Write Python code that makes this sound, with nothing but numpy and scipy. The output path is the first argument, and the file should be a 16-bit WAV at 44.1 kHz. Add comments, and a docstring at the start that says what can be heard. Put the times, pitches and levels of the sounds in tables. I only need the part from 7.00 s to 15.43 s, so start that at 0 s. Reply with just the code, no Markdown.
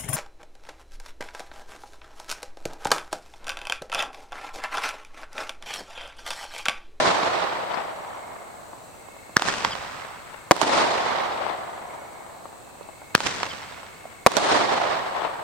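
"""Roman candle at night

Open country: the tube spits a shell with a sharp pop, and about a second later it bursts overhead.
Each blast is a short shock with added resonances; it slaps back from ground and buildings as duller copies,
then rolls back from the trees as a long noise hiss that dulls with distance. The loudest peaks overload.
Faint insects are throbbing noise bands and sliding tones over a steady hush; faint, late echoes of the
shots, short dull knocks and small crackles, are damped noise through resonances."""
import sys
import numpy as np
from scipy import signal
from scipy.fft import rfft, irfft, next_fast_len
from scipy.io import wavfile
from scipy.ndimage import uniform_filter1d

SR = 44100
rng = np.random.default_rng(int(sys.argv[2]) if len(sys.argv) > 2 else 0)


def store_pcm(level_fs):
    """Save levels as 16-bit WAV."""
    pcm = np.round(np.clip(level_fs, -1, 1) * 32767).astype(np.int16)
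    wavfile.write(sys.argv[1], SR, np.atleast_2d(pcm).T)


N = 371763


def from_db(db):
    """Decibels to gain."""
    return 10 ** (np.asarray(db) / 20)


def at_hz(points, hz):
    """Read a spectrum on a log-frequency axis."""
    known_hz, values = np.transpose(points)
    return np.interp(np.log(np.maximum(hz, 1)), np.log(known_hz), values)


def panned(pan_db):
    """Left and right gains for a level difference; positive leans left."""
    return from_db(np.array([[0.5], [-0.5]]) * pan_db)


def butter(x, hz, kind, order=2):
    """Causal Butterworth filter."""
    sections = signal.butter(order, np.clip(hz, 10, SR * 0.49), kind, fs=SR, output="sos")
    return signal.sosfilt(sections, x)


def resonance(x, hz, width_hz):
    """Two-pole resonance with a gain of about 1 on top."""
    radius = np.exp(-np.pi * width_hz / SR)
    feedforward = np.array([1, 0, -1]) * (1 - radius ** 2) / 2
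    feedback = [1, -2 * radius * np.cos(2 * np.pi * hz / SR), radius ** 2]
    return signal.lfilter(feedforward, feedback, x)


def add(out, s, sound):
    """Mix a sound in at a time in seconds, dropping what lies outside."""
    at = int(round(s * SR))
    first, last = max(at, 0), min(at + sound.shape[-1], N)
    if last > first:
        out[:, first:last] += sound[..., first - at:last - at]


def stereo(pair, likeness):
    """Turn two unrelated noises into left and right with a given likeness."""
    c = np.clip(likeness, -1, 1)
    middle = np.sqrt((1 + c) / 2) * pair[0]
    side = np.sqrt((1 - c) / 2) * pair[1]
    return middle + side * np.array([[1], [-1]])


def wander(size, rate_hz):
    """Random values of spread about 1, joined by straight lines."""
    steps = np.arange(size) / SR * rate_hz
    return np.interp(steps, np.arange(SR // 4), rng.standard_normal(SR // 4))


# Night air with an insect chorus near 8 kHz: pitch_hz, level_db_per_hz
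NIGHT_AIR = [(25, -87), (100, -76.5), (250, -79.5), (420, -79), (700, -77), (1100, -81.5), (1600, -85.5),
             (3300, -94.5), (4200, -90), (5200, -99), (6800, -93), (8100, -86), (9600, -100), (15500, -102)]
# How alike left and right are: pitch_hz, likeness (1 = mono)
NIGHT_WIDTH = [(50, 0.075), (400, 0.031), (2000, 0.085), (8000, 0.34), (12000, 0.69)]


def night():
    """Steady distant hush and insect chorus: noise shaped in level and stereo width across its spectrum."""
    size = next_fast_len(N)
    hz = np.arange(size // 2 + 1) * SR / size
    noise = stereo(rfft(rng.standard_normal((2, size))), at_hz(NIGHT_WIDTH, hz))
    return irfft(noise * from_db(at_hz(NIGHT_AIR, hz)), size)[:, :N] * np.sqrt(SR / 2)


def blast(length_ms, modes, low_cut_hz, crack_db, crack_hz):
    """A shock front with a crisp edge, its suction phase and a short ring; peak 1."""
    age = np.arange(SR // 30) / SR * 1000 / length_ms
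    shock = butter((age - 1) * np.exp(-age), low_cut_hz, "high", order=1)
    wave = shock + from_db(crack_db) * butter(shock, crack_hz, "high", order=1)
    for hz, width_hz, db in modes:
        wave = wave + from_db(db) * resonance(shock, hz, width_hz)
    return wave / np.abs(wave).max()


def reflect(wave, surfaces):
    """Each surface returns a duller copy of the blast, trailed by scatter from its rough parts."""
    out, t = np.zeros((2, N)), np.arange(SR // 16) / SR
    for delay_s, db, pan_db, top_hz, scatter_db, decay_s in surfaces:
        path = stereo(rng.standard_normal((2, len(t))), 0.38) * np.exp(-t / decay_s)
        path *= from_db(scatter_db) / np.sqrt(np.sum(path ** 2, axis=1, keepdims=True))
        path[:, 0] = 1   # the mirror-like front
        echo = butter(signal.fftconvolve(path, wave[None], axes=1), top_hz, "low")
        add(out, delay_s, from_db(db) * panned(pan_db) * echo)
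    return out


# The longer a slap travels, the more smeared it comes back
SLAP_SMEAR_S, SLAP_SMEAR_PER_S = 0.0021, 0.0018


def slaps(wave, walls, near_top_hz, halving_s):
    """Echoes from walls; their treble limit has halved after halving_s of travel, and their scatter lengthens."""
    surfaces = []
    for delay_s, db, pan_db, scatter_db in walls:
        top_hz = near_top_hz / (1 + delay_s / halving_s)
        smear_s = SLAP_SMEAR_S + SLAP_SMEAR_PER_S * delay_s
        surfaces.append((delay_s, db, pan_db, top_hz, scatter_db, smear_s))
    return reflect(wave, surfaces)


PUFF_HZ, PUFF_WIDTH_HZ = 133, 250


def puff():
    """The gas cloud behind a blast swells and collapses: a slow, heavily damped pressure cycle; peak 1."""
    push = signal.unit_impulse(N) + 1e-18   # the tiny offset keeps the filter tail from vanishing
    wave = resonance(resonance(push, PUFF_HZ, PUFF_WIDTH_HZ), PUFF_HZ, PUFF_WIDTH_HZ)
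    return wave / np.abs(wave).max()


# Groves that answer every shot from their own side: delay_s, spread_s, rise_db (before grove_share), left_right_db
TREE_GROVES = [(.118, 0.0086, 12, -7), (.21, .03, -1.5, 1.5), (.29, 0.027, 3, -2), (.4, 0.06, -2, -2.5),
               (.53, 0.014, -3, 2.5), (.625, 0.14, 3, -3.5), (.97, 0.071, 5, 6)]


def swell(reach_s, rise_db_per_s, fade_db_per_s, grove_share):
    """Gain of a rolling echo: it builds up to the tree line, fades, and shifts level and side at each grove."""
    t = np.arange(3 * SR) / SR
    level_db = np.minimum(rise_db_per_s * (t - reach_s), fade_db_per_s * (reach_s - t))
    side_db = 0
    for delay_s, spread_s, db, pan_db in TREE_GROVES:
        answering = np.exp(-((t - delay_s) / spread_s) ** 2)
        level_db = level_db + grove_share * db * answering
        side_db = side_db + pan_db * answering
    return from_db(level_db) * panned(side_db)


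def patches(shape, size_hz, size_s):
    """Smooth random hills over frequency and time (256 samples a step, 512 a window); spread 1."""
    field = rng.standard_normal(shape)
    for axis, span in ((0, size_hz * 512 / SR), (1, size_s * SR / 256)):
        field = uniform_filter1d(field, max(int(span), 1), axis=axis)
    return field / field.std()


AIR_DB_PER_S_KHZ = 3.5
SURGE_DB = 1.33   # groups of trees answer in lumps, each with its own colour


def roll(gain, colour, grain_db, grain_hz, likeness, ground_db, ground_hz, ground_s):
    """Countless small echoes; later ones lose more treble to the air and more low-mid to the ground."""
    t = np.arange(3 * SR) / SR
    clumps = wander(len(t), grain_hz)
    echoes = stereo(rng.standard_normal((2, len(t))), likeness) * from_db(grain_db * clumps)
    hz, delay_s, bins = signal.stft(echoes / echoes.std(), SR, nperseg=512)
    hz = np.maximum(hz, 20)[:, None]
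    air_loss_db = AIR_DB_PER_S_KHZ * delay_s * hz / 1000
    ground_band = np.exp(-np.log2(hz / ground_hz) ** 2)
    ground_loss_db = ground_db * ground_band * (1 - np.exp(-(delay_s / ground_s) ** 2))
    surges_db = SURGE_DB * patches(bins.shape, size_hz=450, size_s=0.03)
    shape_db = at_hz(colour, hz) - air_loss_db - ground_loss_db + surges_db
    sound = signal.istft(bins * from_db(shape_db), SR)[1][:, :len(t)] * np.sqrt(SR / 2)
    return sound * gain


BURST_REACH_S, BURST_RISE_DB_PER_S, BURST_FADE_DB_PER_S = 0.22, 93, 11.5
# Shell bursts, the first already rolling away: start_s, level_db, pulse_ms, slap_db, roll_db
SHELL_BURSTS = [(-.213, 12, 0.21, -0.5, 0), (3.5105, 13.5, 0.26, -0.5, 0), (7.2635, 14.5, 0.24, 0.5, 0.5)]
# The boom inside a burst: pitch_hz, width_hz, level_db
BOOM_MODES = [(159, 410, -9), (338, 44, -2.5), (673, 425, 5.5), (1045, 290, 3)]
# Direct sound and near reflections: delay_s, level_db, left_right_db, top_hz, scatter_db, scatter_decay_s
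BURST_NEAR_PATHS = [(0, 10, 2, 13600, -15, 0.002), (.0017, -11, 8, 2500, -49, 0.0017),
                    (.0056, -10.5, 3, 9000, 5, 0.0016), (.0068, -27.5, -11, 940, 20, 0.0056)]
# Slaps from near and distant buildings: delay_s, level_db, left_right_db, scatter_db
BURST_WALLS = [(.0545, -31.5, -20, 1.5), (.1042, -23, -12.5, 12), (.109, -27.5, -17, 7), (.3, -20, -1, -3),
               (.56, -27, -10, -14), (.955, -26.5, 15, 2.5), (.986, -28.5, 17.5, 5.5),
               (1.754, -35.5, 13, -3), (1.945, -30.5, 8, 1.5), (2.018, -36, 8, -2), (2.299, -35, -10, 5),
               (2.378, -33, 6, 4), (2.507, -32.5, -4, 4)]
# Colour of the rolling echo before the air dulls it: pitch_hz, level_db_per_hz (before swell and roll_db)
BURST_ROLL_COLOUR = [(40, -95), (100, -66), (175, -56.5), (245, -55.5), (310, -47), (400, -51.5),
                     (650, -46.5), (1050, -49), (1500, -55.5), (1950, -56), (2600, -60), (4000, -59),
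                     (6000, -64.5), (8000, -67), (10000, -72.5), (13000, -132)]


def bursts():
    """The shell bursts high up: a heavy, booming blast that reaches the whole landscape."""
    out = np.zeros((2, N))
    for s, db, length_ms, slap_db, roll_db in SHELL_BURSTS:
        wave = from_db(db) * blast(length_ms, BOOM_MODES, low_cut_hz=95, crack_db=4, crack_hz=3500)
        add(out, s, reflect(wave, BURST_NEAR_PATHS) + from_db(-18) * puff())
        add(out, s, from_db(slap_db) * slaps(wave, BURST_WALLS, near_top_hz=11000, halving_s=0.23))
        gain = swell(BURST_REACH_S, BURST_RISE_DB_PER_S, BURST_FADE_DB_PER_S, grove_share=0.69)
        rolling = roll(gain, BURST_ROLL_COLOUR, grain_db=1.5, grain_hz=130,
                       likeness=0.097, ground_db=12.5, ground_hz=268, ground_s=0.53)
        add(out, s, from_db(roll_db) * rolling)
    return out


# Faint, late echoes of the shots: start_s, pitch_hz, width_hz, decay_s, level_db (before the resonances)
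LATE_ECHOES = [(.742, 4560, 1100, 0.01, -25), (3.343, 644, 400, 0.0065, -17.5),
               (5.83, 3680, 1300, .004, -32), (6.722, 3560, 400, 0.014, -27),
               (7.042, 790, 350, 0.0035, -17), (7.054, 670, 400, 0.0032, -14)]


def late_echoes():
    """Faint, late echoes of the shots, short dull knocks and small crackles: dying noise, resonated twice."""
    out, t = np.zeros((2, N)), np.arange(SR // 12) / SR
    for s, hz, width_hz, decay_s, db in LATE_ECHOES:
        noise = stereo(rng.standard_normal((2, len(t))), 0.3) * np.exp(-t / decay_s)
        add(out, s, from_db(db) * resonance(resonance(noise, hz, width_hz), hz, width_hz))
    return out


TRILL_WIDTH_HZ, TRILL_FADE_S = 134, 0.29
CHIRPS_PER_S, CHIRP_SLOWING_PER_S2, CHIRP_UNEVEN_DB = 19.8, 12.6, 1
# Thin throbbing trills: start_s, end_s, pitch_hz, level_db (before fade and throb)
TRILL_SONGS = [(.75, 1.7, 2150, -55), (1.7, 3.6, 2640, -61.5), (1.85, 3.7, 2160, -55.5),
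               (4.6, 5.498, 2180, -56), (5.401, 7.4, 2615, -62), (5.7, 7.604, 2177, -55)]
# Runs of high chirps: start_s, end_s, centre_pitch_hz, level_db (before the uneven strokes)
CHIRP_RUNS = [(.775, 1.19, 5760, -59), (1.205, 1.42, 5500, -63), (1.585, 2.09, 5920, -62),
              (4.63, 5.17, 5900, -61)]


def insects(throb_hz=27, throb_depth=0.25, chirp_fall_hz=280):
    """Throbbing trills, and slowing runs of tiny chirps that each slide down in pitch."""
    out = np.zeros((2, N))
    for start, end, hz, db in TRILL_SONGS:
        t = np.arange(int((end - start) * SR)) / SR
        noise = stereo(rng.standard_normal((2, len(t))), 0.12)
        tone = resonance(resonance(noise, hz, TRILL_WIDTH_HZ), hz, TRILL_WIDTH_HZ)
        fade = np.minimum(np.minimum(t, t[::-1]) / TRILL_FADE_S, 1)
        throb = 1 + throb_depth * np.sin(2 * np.pi * throb_hz * t)
        add(out, start, from_db(db) * fade * throb * tone / tone.std())
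    for start, end, hz, db in CHIRP_RUNS:
        size = int((end - start) * SR)
        chirp_rate = CHIRPS_PER_S - CHIRP_SLOWING_PER_S2 * np.arange(size) / SR
        stroke = np.cumsum(chirp_rate) / SR % 1   # 0 to 1 through each chirp
        pitch_hz = hz - chirp_fall_hz * (stroke - 0.5) + 50 * wander(size, 373)
        tone = np.sin(2 * np.pi * np.cumsum(pitch_hz) / SR)
        level = from_db(db + CHIRP_UNEVEN_DB * wander(size, 24))
        add(out, start, level * np.sin(np.pi * stroke) ** 6 * tone)
    return out


# Whistles off a ribbed wall, timed from the lift: delay_s, length_s, start_hz, end_hz, level_db (before slap_db)
RIB_WHISTLES = [(.339, .04, 3500, 2930, -39), (.336, .036, 5200, 4620, -45)]


def whistles(uneven_db=4, uneven_hz=110):
    """Echoes from a row of ribs arrive ever further apart, so their pitch falls: gliding, uneven sines."""
    out = np.zeros((2, N))
    for delay_s, length_s, start_hz, end_hz, db in RIB_WHISTLES:
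        size = int(length_s * SR)
        hz = np.linspace(start_hz, end_hz, size) + uneven_hz * wander(size, 420)
        envelope = np.sin(np.linspace(0, np.pi, size)) * from_db(uneven_db * wander(size, 300))
        add(out, delay_s, from_db(db) * envelope * np.sin(2 * np.pi * np.cumsum(hz) / SR))
    return out


LEAK_S = 0.0094   # gas escapes for this long before the pop


def gas_leak():
    """Gas blows past the shell just before it leaves the tube: a growing band of noise."""
    size = int(LEAK_S * SR)
    leak = butter(rng.standard_normal(size), 1580, "low") * np.linspace(0, 1, size) ** 3.2
    return from_db(0.5) * butter(leak, 740, "high")


LIFT_REACH_S, LIFT_RISE_DB_PER_S, LIFT_FADE_DB_PER_S = 0.1, 158, 16.5
# The dip in a pop's colour: share removed, width as a share of its frequency
HOLLOW_DEPTH, HOLLOW_WIDTH = 0.7, 0.54
# Lift charges: start_s, level_db, pulse_ms, tube_ring_hz, ring_db, hollow_hz, puff_db, slap_db, roll_db,
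# roll_body_db, extra_fade_db_per_s
LIFT_CHARGES = [(2.3676, 1, 0.22, 1680, 13.5, 2660, -16, 7, -1, 3, -0.5),
                (6.1507, 4, 0.23, 1680, 0, 870, -14.5, 2, -1.5, 0, 4)]
# The tube's answer besides its main ring: pitch_hz, width_hz, level_db
TUBE_RESONANCES = [(480, 350, -8), (1216, 550, 10.5), (3740, 2600, 9.5), (5700, 900, 7)]
# The broader, lower voice that spreads over the field: pitch_hz, width_hz, level_db
FIELD_RESONANCES = [(895, 930, 7), (3370, 3800, -0.5)]
# Direct sound, the ground and the wall that faces the tube: delay_s, level_db, left_right_db, top_hz,
# scatter_db, scatter_decay_s
LIFT_NEAR_PATHS = [(0, 9.5, -2, 12200, -3.5, 0.0014), (.0011, -1, -3, 3040, -30, 0.0041),
                   (.0085, -20, 18, 6000, 2, 0.0022), (0.1183, -10, -10, 9900, 0.5, 0.0018)]
# Slaps from fences and walls: delay_s, level_db, left_right_db, scatter_db
LIFT_WALLS = [(0.0282, -18.5, -4, 0), (0.054, -8.5, -4, -2.5), (0.0857, -21.5, 4, 3), (.2565, -23, -8, -6),
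              (0.2807, -5, -7.5, 0), (0.2816, -14.5, 8, -8), (0.2933, -20, 4, 0), (.386, -22.5, -19.5, -7),
              (.578, -30, 0, -4), (.681, -29, 14, -2), (0.896, -43, -3, 0), (.975, -35, 14, 8)]
# Colour of the rolling echo before the air dulls it: pitch_hz, level_db_per_hz (before body, swell and roll_db)
LIFT_ROLL_COLOUR = [(40, -76.5), (160, -59), (300, -64), (550, -61.5), (1100, -60), (2000, -62.5),
                    (3000, -65), (5000, -66.5), (8000, -70.5), (10000, -81.5), (13000, -149)]


def lifts():
    """The lift charge pops out of the tube, close to the ground: a ringing shock with a hollow in its colour."""
    out = np.zeros((2, N))
    for (s, db, length_ms, ring_hz, ring_db, hollow_hz, puff_db,
         slap_db, roll_db, body_db, fade_db) in LIFT_CHARGES:
        modes = TUBE_RESONANCES + [(ring_hz, 350, ring_db)]
        pop = from_db(db) * blast(length_ms, modes, low_cut_hz=330, crack_db=-33, crack_hz=3500)
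        pop = pop - HOLLOW_DEPTH * resonance(pop, hollow_hz, HOLLOW_WIDTH * hollow_hz)
        add(out, s - LEAK_S, gas_leak())
        add(out, s, reflect(pop, LIFT_NEAR_PATHS) + from_db(puff_db) * puff())
        spreading = blast(length_ms, FIELD_RESONANCES, low_cut_hz=92, crack_db=2, crack_hz=4000)
        returns = slaps(spreading, LIFT_WALLS, near_top_hz=9500, halving_s=0.3) + whistles()
        add(out, s, from_db(slap_db) * returns)
        # a fuller charge sends more midrange out to the trees
        colour = [(hz, level + body_db * np.exp(-np.log2(hz / 900) ** 2)) for hz, level in LIFT_ROLL_COLOUR]
        gain = swell(LIFT_REACH_S, LIFT_RISE_DB_PER_S, LIFT_FADE_DB_PER_S + fade_db, grove_share=0.47)
        rolling = roll(gain, colour, grain_db=2.0, grain_hz=453.5,
                       likeness=0.29, ground_db=26, ground_hz=250, ground_s=0.86)
        add(out, s, from_db(roll_db) * rolling)
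    return out


def scene():
    """Shots over the night background; they reach the left channel two samples earlier."""
    left, right = lifts() + bursts()
    shots = np.array([left, np.pad(right, (2, 0))[:N]])
    return shots + late_echoes() + night() + insects()


CUTOFF_HZ = 15950


def record(dry):
    """The blasts overload the microphone and flatten just below full scale; the top is cut."""
    flattened = dry / (1 + np.abs(dry / 0.93) ** 8) ** (1 / 8)
    return signal.sosfilt(signal.ellip(14, 0.1, 100, CUTOFF_HZ, fs=SR, output="sos"), flattened)


dry = scene()
out = record(dry)
store_pcm(out)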